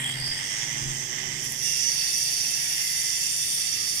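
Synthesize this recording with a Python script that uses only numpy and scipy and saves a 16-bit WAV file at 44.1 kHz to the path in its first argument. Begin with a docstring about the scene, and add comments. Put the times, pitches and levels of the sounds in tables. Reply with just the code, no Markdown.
"""On a building site, a hand-held disc cutter spins up, grazes the work at 1.4 s and bites at 1.6 s.
Spinning freely, its motor whirs and its rim whistles. Cutting slows it down, and the grit on the rim
scrapes the same pattern every turn, making the disc and the work ring. Walls scatter the sound.
Traffic and a distant engine rumble underneath, with a few puffs of wind."""
import sys
import numpy as np
from scipy import signal
from scipy.fft import rfft, irfft
from scipy.io import wavfile
from scipy.ndimage import map_coordinates

SR = 44100
rng = np.random.default_rng(int(sys.argv[2]) if len(sys.argv) > 2 else 0)


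def digitize_waveform(pressure):
    """Quantize a signal to 16-bit integers and store it at the path in sys.argv[1].

    Rows of a 2-D input are taken as channels; values are limited to [-1, 1].
    """
    field = np.atleast_2d(pressure).T
    bounded = np.clip(field, -1, 1)
    quanta = np.round(bounded * 32767).astype(np.int16)
    wavfile.write(sys.argv[1], SR, quanta)


N = 176400
T = np.arange(N) / SR
HZ = np.fft.rfftfreq(N, 1 / SR)
RIGHT_LAG_S = .00045  # the cutter's sound reaches the right side this much later

# how fast the disc spins: t/s, speed/(turns per second)
DISC_SPEED = [(0, 45), (.1, 61), (.25, 79), (.45, 101), (.7, 113.5), (1, 122.5), (1.3, 127), (1.6, 129.4),
              (1.86, 128.5), (2.14, 125), (2.41, 121.1), (2.7, 116), (2.83, 114.9), (3.11, 113.1),
              (3.35, 110.8), (3.67, 104.3), (3.81, 102.6), (4, 100.9)]


def amp(db):
    """Turn decibels into a number to multiply by."""
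    return 10 ** (np.asarray(db) / 20)


def unit(x):
    """Scale a signal to an average size (rms) of 1."""
    return x / np.sqrt(np.mean(x ** 2))


def curve(table):
    """Join a table's rows with straight lines in time, giving one curve per value column."""
    t, *columns = np.array(table, float).T
    return [np.interp(T, t, column) for column in columns]


def pan(db):
    """Left and right gains for a balance, which is the left level minus the right level in dB."""
    return amp(np.array([db / 2, -db / 2]).reshape(2, -1)) / np.sqrt(np.cosh(db * np.log(10) / 10))


def noise():
    """An even hiss (white noise)."""
    return rng.standard_normal(N)


def stereo_noise(gains):
    """A separate hiss for each side, shaped by one gain per frequency."""
    return unit(irfft(rfft(rng.standard_normal((2, N))) * gains, N))


def wander(rate):
    """A smooth random wiggle of size 1 that changes about `rate` times a second."""
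    points = rng.standard_normal(int(rate * N / SR) + 3)
    smooth = signal.resample_poly(points, 4, 1)
    return unit(np.interp(T * rate, np.arange(len(smooth)) / 4, smooth))


def ring(x, resonances, wander_db):
    """An object favours the pitches it rings at, its resonances; the level drifts a little."""
    response = sum(amp([[left], [right]]) / (1 + ((HZ - hz) / (0.67 * width)) ** 2) ** 1.355
                   for hz, width, left, right in resonances)
    return unit(irfft(rfft(x) * response, N)) * amp(wander_db * wander(6.81))


def walls(x, echo_db=6.5, fade_s=0.37):
    """The direct sound reaches the left side first; walls add a short wash of echoes."""
    t = T[:SR // 2]
    tails = rng.standard_normal((2, len(t))) * amp(-60 * t / fade_s)
    tails *= amp(echo_db) / np.sqrt(np.sum(tails ** 2, axis=1, keepdims=True))
    direct = np.array([x, np.interp(T - RIGHT_LAG_S, T, x)])
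    padded = np.concatenate([x[len(t) - 1:0:-1], x])  # so echoes are there from the start
    echoes = signal.fftconvolve(padded[None], tails, mode="valid", axes=1)
    return (direct + echoes) / np.hypot(1, amp(echo_db))


def traffic(side_db=-8):
    """Traffic makes a low rumble, mostly the same on both sides."""
    # tone of the rumble: f/Hz, relative level/dB
    spectrum = [(20, 0), (55, -5.5), (100, 3.5), (190, -2), (300, -3.5), (480, -6), (800, -8.5),
                (1300, -17), (3000, -16)]
    # loudness of the rumble: t/s, level/dB
    loudness = [(0, -46.5), (1.3, -46.5), (1.9, -48), (3, -50.5), (4, -49)]
    hz, db = np.array(spectrum, float).T
    colour = amp(np.interp(np.log(HZ + 1), np.log(hz), db))
    middle, side = (unit(irfft(rfft(noise()) * colour, N)) for _ in range(2))
    return (middle + amp(side_db) * side * np.array([[1], [-1]])) * amp(curve(loudness)[0])


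def distant_engine():
    """An engine hums unevenly, with tones that follow how fast it fires."""
    # firing rate: t/s, f/Hz
    firing = [(0, 129.5), (1, 133.5), (2.3, 135), (3, 139), (4, 148)]
    # loudness of the hum: t/s, level/dB
    loudness = [(0, -42), (.25, -41.5), (.55, -50.5), (.88, -37.5), (1.1, -49), (1.35, -41), (1.6, -50),
                (2.3, -53.5), (2.7, -55), (4, -55.5)]
    # tones in the hum: multiple of the firing rate, relative level/dB
    tones = [(0.831, -7), (1, 3.5), (1.16, -0.5), (1.67, -7.5), (2, -10), (2.3, -13), (2.67, -13.5)]
    cycles = np.cumsum(curve(firing)[0] * (1 + 0.004 * wander(18))) / SR
    hum = sum(amp(db + 2.3 * wander(12.7)) * np.sin(2 * np.pi * (multiple * cycles + rng.random()))
              for multiple, db in tones)
    return unit(hum) * amp(curve(loudness)[0])


def wind(top_hz=85):
    """Puffs of wind hit the microphone with a deep rumble."""
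    # puffs: strongest at t/s, time to swell or fade/s, level/dB
    puffs = [(0.262, 0.11, -45.5), (0.874, 0.076, -39.5), (1.37, 0.075, -51)]
    gusts = sum(amp(db) * np.exp(-((T - at) / length) ** 2) for at, length, db in puffs)
    return stereo_noise(1 / (1 + (HZ / top_hz) ** 4)) * gusts


def motor(turns, throb=0.26, sputter_db=2.5, sputter_s=0.9):
    """Fan noise rings the housing and the electric brushes hiss above it; both throb once a turn."""
    # motor whir: t/s, level/dB, balance/dB
    whir = [(0, -33.5, -3.5), (.3, -34.5, 3), (.6, -35.5, -2), (1, -36.5, -4.5), (1.4, -33.5, -6.5),
            (1.7, -43.5, -6), (2.2, -40.5, 7.5), (4, -43.5, -15)]
    # resonances of the housing: f/Hz, width/Hz, left/dB, right/dB
    housing = [(852, 363, -14, -13.5), (1573, 290, -15.5, -19.5), (1870, 210, -6, -5), (2024, 220, -8, 1.5),
               (2610, 1380, -16.5, -9.5), (3260, 635, -12, -3.5)]
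    # peaks in the brush hiss: f/Hz, width/Hz, left/dB, right/dB
    brush_peaks = [(7400, 500, -20, -8), (8314, 420, 2, -5.5), (9740, 770, -9, -16),
                   (12900, 640, -40, -24.5), (13800, 820, -44, -24)]
    db, balance = curve(whir)
    air = walls(noise()) * (1 + throb * np.cos(2 * np.pi * turns)) * amp(0.89 * wander(39.8))
    sparks = air * amp(sputter_db * wander(400) * np.exp(-T / sputter_s))  # sputter at the start
    fan = ring(air, housing, wander_db=1.1)
    brushes = ring(sparks, brush_peaks, wander_db=2.1) * amp(-2 - 2 * T)  # lose 2 dB a second to the fan
    return (fan + brushes) * amp(db) * pan(balance)


def rim_rush(turns, throb=0.16, speed_multiple=56.46, spread=0.21):
    """Air rushing round the rim climbs in pitch with the speed and wakes one resonance after another."""
    # resonances it sweeps through: f/Hz, width/Hz, left/dB, right/dB
    resonances = [(3225, 210, -7, -8.5), (4740, 310, -10, -4.5), (5040, 220, -13, -2), (5790, 880, -26, -2),
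                  (6100, 1430, -10.5, 3.5), (7410, 470, -10, -14)]
    # the rush as the microphone turns away: t/s, level/dB, balance/dB
    loudness = [(0, -19, -1), (.09, -17.5, -4), (.17, -27.5, -2), (.27, -21.5, 6.5), (.4, -29, 7),
                (.6, -30, 3.5), (.85, -32, -0.5), (1.2, -26.5, -7), (1.55, -25.5, -8), (2, -25.5, -22),
                (4, -51, -11)]
    centre_hz = speed_multiple * curve(DISC_SPEED)[0]
    db, balance = curve(loudness)
    air = walls(noise()) * (1 + throb * np.cos(2 * np.pi * turns))
    rush = 0
    for hz, width, left, right in resonances:
        strength = np.hypot(amp(left), amp(right)) / 2
        closeness = 1 / (1 + (np.log(hz / centre_hz) / spread) ** 2) ** 2
        rush += ring(air, [(hz, width, left, right)], wander_db=-0.3) * strength * closeness
    return rush * amp(db) * pan(balance)


def rim_whistle(width_hz=110):
    """The rim's airy whistle is a narrow band of noise that climbs as the disc spins up."""
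    # path of the whistle: t/s, f/Hz, level/dB, balance/dB
    glide = [(.02, 3100, -46, -4), (.08, 3230, -35, -7), (.13, 3350, -47, 0), (.15, 4620, -46, -1),
             (.22, 4740, -36.5, 2), (.28, 4900, -31, -5), (.37, 4990, -34, -5), (.44, 5400, -41, -6),
             (.6, 5800, -39, -3), (.8, 6215, -38, -5), (1.1, 6330, -39, -6), (1.5, 6400, -56, -9)]
    hz, db, balance = curve(glide)
    offset = np.fft.fftfreq(N, 1 / SR) / width_hz
    band = np.fft.ifft(np.fft.fft(walls(noise())) / (1 + offset ** 2))
    whistle = np.real(band * np.exp(2j * np.pi * np.cumsum(hz) / SR))  # move the band up to its pitch
    return unit(whistle) * amp(db) * pan(balance)


def whine(turns, blur=0.0021, flutter_db=3.0):
    """Fluttering tones follow the speed; most swell and fade, while a few start or stop abruptly."""
    # tones: multiple of the disc speed, start/s, bend of the swell/s, end/s, level/dB, balance/dB
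    tones = [(1.98, 0.37, 1.4, 1.7, -49.5, 13), (2.99, 0.28, 1.16, 2.07, -50, -1),
             (12.03, 3.28, 4, 5.1, -45.5, -4), (18, 2.73, 2.9, 3.4, -39, -6.5),
             (21, 1.62, 1.75, 1.88, -35, -8), (21.8, 1.56, 1.73, 2, -33, -11),
             (22, 2.5, 2.16, 2.3, -47, -2), (24.3, 2.55, 2.84, 3.05, -40, -7),
             (24, 3.1, 3.25, 3.42, -38, -5), (26, 3.5, 3.74, 3.8, -42, -6), (32, 3.35, 3.5, 3.75, -40, -9),
             (36, 1.6, 2.5, 2.16, -31, -9), (38.1, 2.0, 2.31, 2.6, -31.5, -4.5),
             (41, 2.8, 3.12, 3.35, -35, -6), (45, 3.7, 3.9, 4.2, -33, -8.5), (46, 1.7, 1.82, 2.2, -22, -13),
             (57, 3.65, 3.75, 3.77, -24, -13), (62.4, 0.35, 0.65, .8, -41.5, -1),
             (62.6, 0.8, 0.72, 1.16, -38, 0)]
    speed = curve(DISC_SPEED)[0]
    shaft_turns = turns + np.cumsum(blur * speed * wander(100)) / SR
    lag_turns = np.outer([0, RIGHT_LAG_S], speed)
    out = np.zeros((2, N))
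    for multiple, start, bend, end, db, balance in tones:
        on = (T > start) & (T < end)  # a row that ends before it starts is silent
        swell = np.interp(T[on], [start, bend, end], [0, 1, 0]) * amp(db + flutter_db * wander(30)[on])
        cycles = multiple * (shaft_turns[on] - lag_turns[:, on]) + rng.random()
        out[:, on] += swell * np.sin(2 * np.pi * cycles) * pan(balance)
    return out


def snaps(decay_s=0.0031):
    """Short, bright snaps: the motor crackles while spinning up, then the disc ticks against the work."""
    # snaps: t/s, level/dB, f/Hz, width/Hz
    events = [(.027, -36, 8500, 900), (.117, -27, 7460, 1500), (.2, -28, 8450, 900),
              (0.278, -28, 9100, 900), (1.465, -28, 5860, 900), (1.521, -20.5, 10200, 1100),
              (1.737, -25, 5860, 900)]
    out = np.zeros((2, N))
    for start, db, hz, width in events:
        burst = stereo_noise(1 / (1 + ((HZ - hz) / width) ** 2))
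        out += burst * amp(db) * (T >= start) * np.exp(-np.abs(T - start) / decay_s)
    return out * pan(-4)


def rim_grit(turns, wear=0.051, points=384):
    """The grit scrapes nearly the same pattern each turn, as wear renews a small share of the rim."""
    bumps = rng.standard_normal((int(turns[-1]) + 2, points))  # one row per turn
    spectrum = rfft(signal.lfilter([1], [1, -(1 - wear)], bumps, axis=0))
    pattern = irfft(spectrum / np.abs(spectrum), points)  # all overtones equally strong
    return unit(map_coordinates(pattern.ravel(), [turns * points], order=3))


def cutting(turns, wobble=0.049, grit_hz=1500, chatter_hz=59.33):
    """Scraping grit makes the disc and the work ring, while the disc wobbles and chatters."""
    # resonances of disc and work, in eight bands from low to high: f/Hz, width/Hz, left/dB, right/dB
    low = [(1780, 104, -10.5, -6), (2078, 540, -4.5, 2.5)]
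    disc = [(2700, 214, -2.7, 0)]
    body = [(3170, 400, -23, -4), (3550, 360, -6, 3.5)]
    edge = [(4622, 277, -7.5, 0)]
    middle = [(5300, 530, -12, -4.5), (5775, 360, -10, 2), (6430, 960, -31, -8.5)]
    upper = [(7205, 560, -1, 0)]
    sizzle = [(8910, 750, 0, -8)]
    high = [(10220, 710, -2.5, -10.5), (11820, 470, -10.5, -15), (13800, 3200, -18.5, -18.5)]
    # loudness of the cut: t/s, then level/dB for each band
    loudness = [(.4, -73, -76, -73, -75, -48.5, -68, -75, -71),
                (1.36, -64, -66, -59, -60, -39, -56, -67, -58),
                (1.44, -62, -55, -54, -53, -33, -42, -48, -38),
                (1.57, -56, -54, -51, -53, -37, -59, -47, -39.5),
                (1.66, -43.5, -46, -42.5, -46, -27, -41, -34, -36),
                (1.83, -46, -44, -43, -41, -27, -40, -37, -38),
                (1.86, -47, -48, -44.5, -38, -28, -43, -38.5, -37.5),
                (2, -41.5, -42, -41.5, -34, -28, -45, -35.5, -36),
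                (2.25, -47, -43.5, -42, -37.5, -28, -41, -35.5, -34.5),
                (2.42, -46, -43, -42.5, -37.5, -27.5, -45, -36.5, -36.5),
                (2.6, -43.5, -42, -42.5, -40, -29.5, -43, -37, -36),
                (2.85, -43.5, -43.5, -44, -38.5, -29.5, -40.5, -38, -33),
                (3.05, -44, -49, -43, -41.5, -29, -37.5, -35.5, -35.5),
                (3.25, -45.5, -43.5, -45.5, -39, -29.5, -35.5, -34.5, -35),
                (3.55, -48, -48, -41, -40.5, -31, -39.5, -31, -34.5),
                (3.78, -44.5, -45.5, -43.5, -36, -30, -41.5, -37.5, -37),
                (4, -46, -53, -44.5, -40, -30.5, -41, -35.5, -33.5)]
    # roughness, one row per band: share that repeats each turn, grit flicker/dB, chatter/dB
    texture = [(0.37, 0.3, 1), (0.66, -1.5, 1.6), (0.49, 0.6, .5), (0.44, -1.3, 0.5), (0.3, 0.4, 0.67),
               (0.46, 2, 1.5), (0.43, 2, 0.84), (0.55, 1.5, 1)]
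    # where the cut is heard: t/s, balance/dB
    balance = [(1.5, -3.5), (2.2, 0), (3, -1), (4, -2.5)]
    bands = low, disc, body, edge, middle, upper, sizzle, high
    repeating, fresh = walls(rim_grit(turns)), walls(noise())
    pressure = 1 + wobble * (np.cos(2 * np.pi * turns) + np.cos(4 * np.pi * turns))
    out = 0
    for band, db, (share, grit_db, chatter_db) in zip(bands, curve(loudness), texture):
        scrape = np.sqrt(share) * repeating + np.sqrt(1 - share) * fresh
        roughness = pressure * amp(grit_db * wander(grit_hz) + chatter_db * wander(chatter_hz))
        out += ring(scrape * roughness, band, wander_db=0.1) * amp(db)
    return out * pan(curve(balance)[0])


def scene():
    """The disc cutter over the sounds of the street."""
    turns = np.cumsum(curve(DISC_SPEED)[0]) / SR  # turns made so far
    spinning = motor(turns) + rim_rush(turns) + rim_whistle() + whine(turns)
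    return spinning + cutting(turns) + snaps() + traffic() + distant_engine() + wind()


def record(dry, top_hz=15500):
    """The recorder cuts off the highest treble."""
    return signal.sosfilt(signal.ellip(10, .2, 80, top_hz, fs=SR, output="sos"), dry)


dry = scene()
out = record(dry)
digitize_waveform(out)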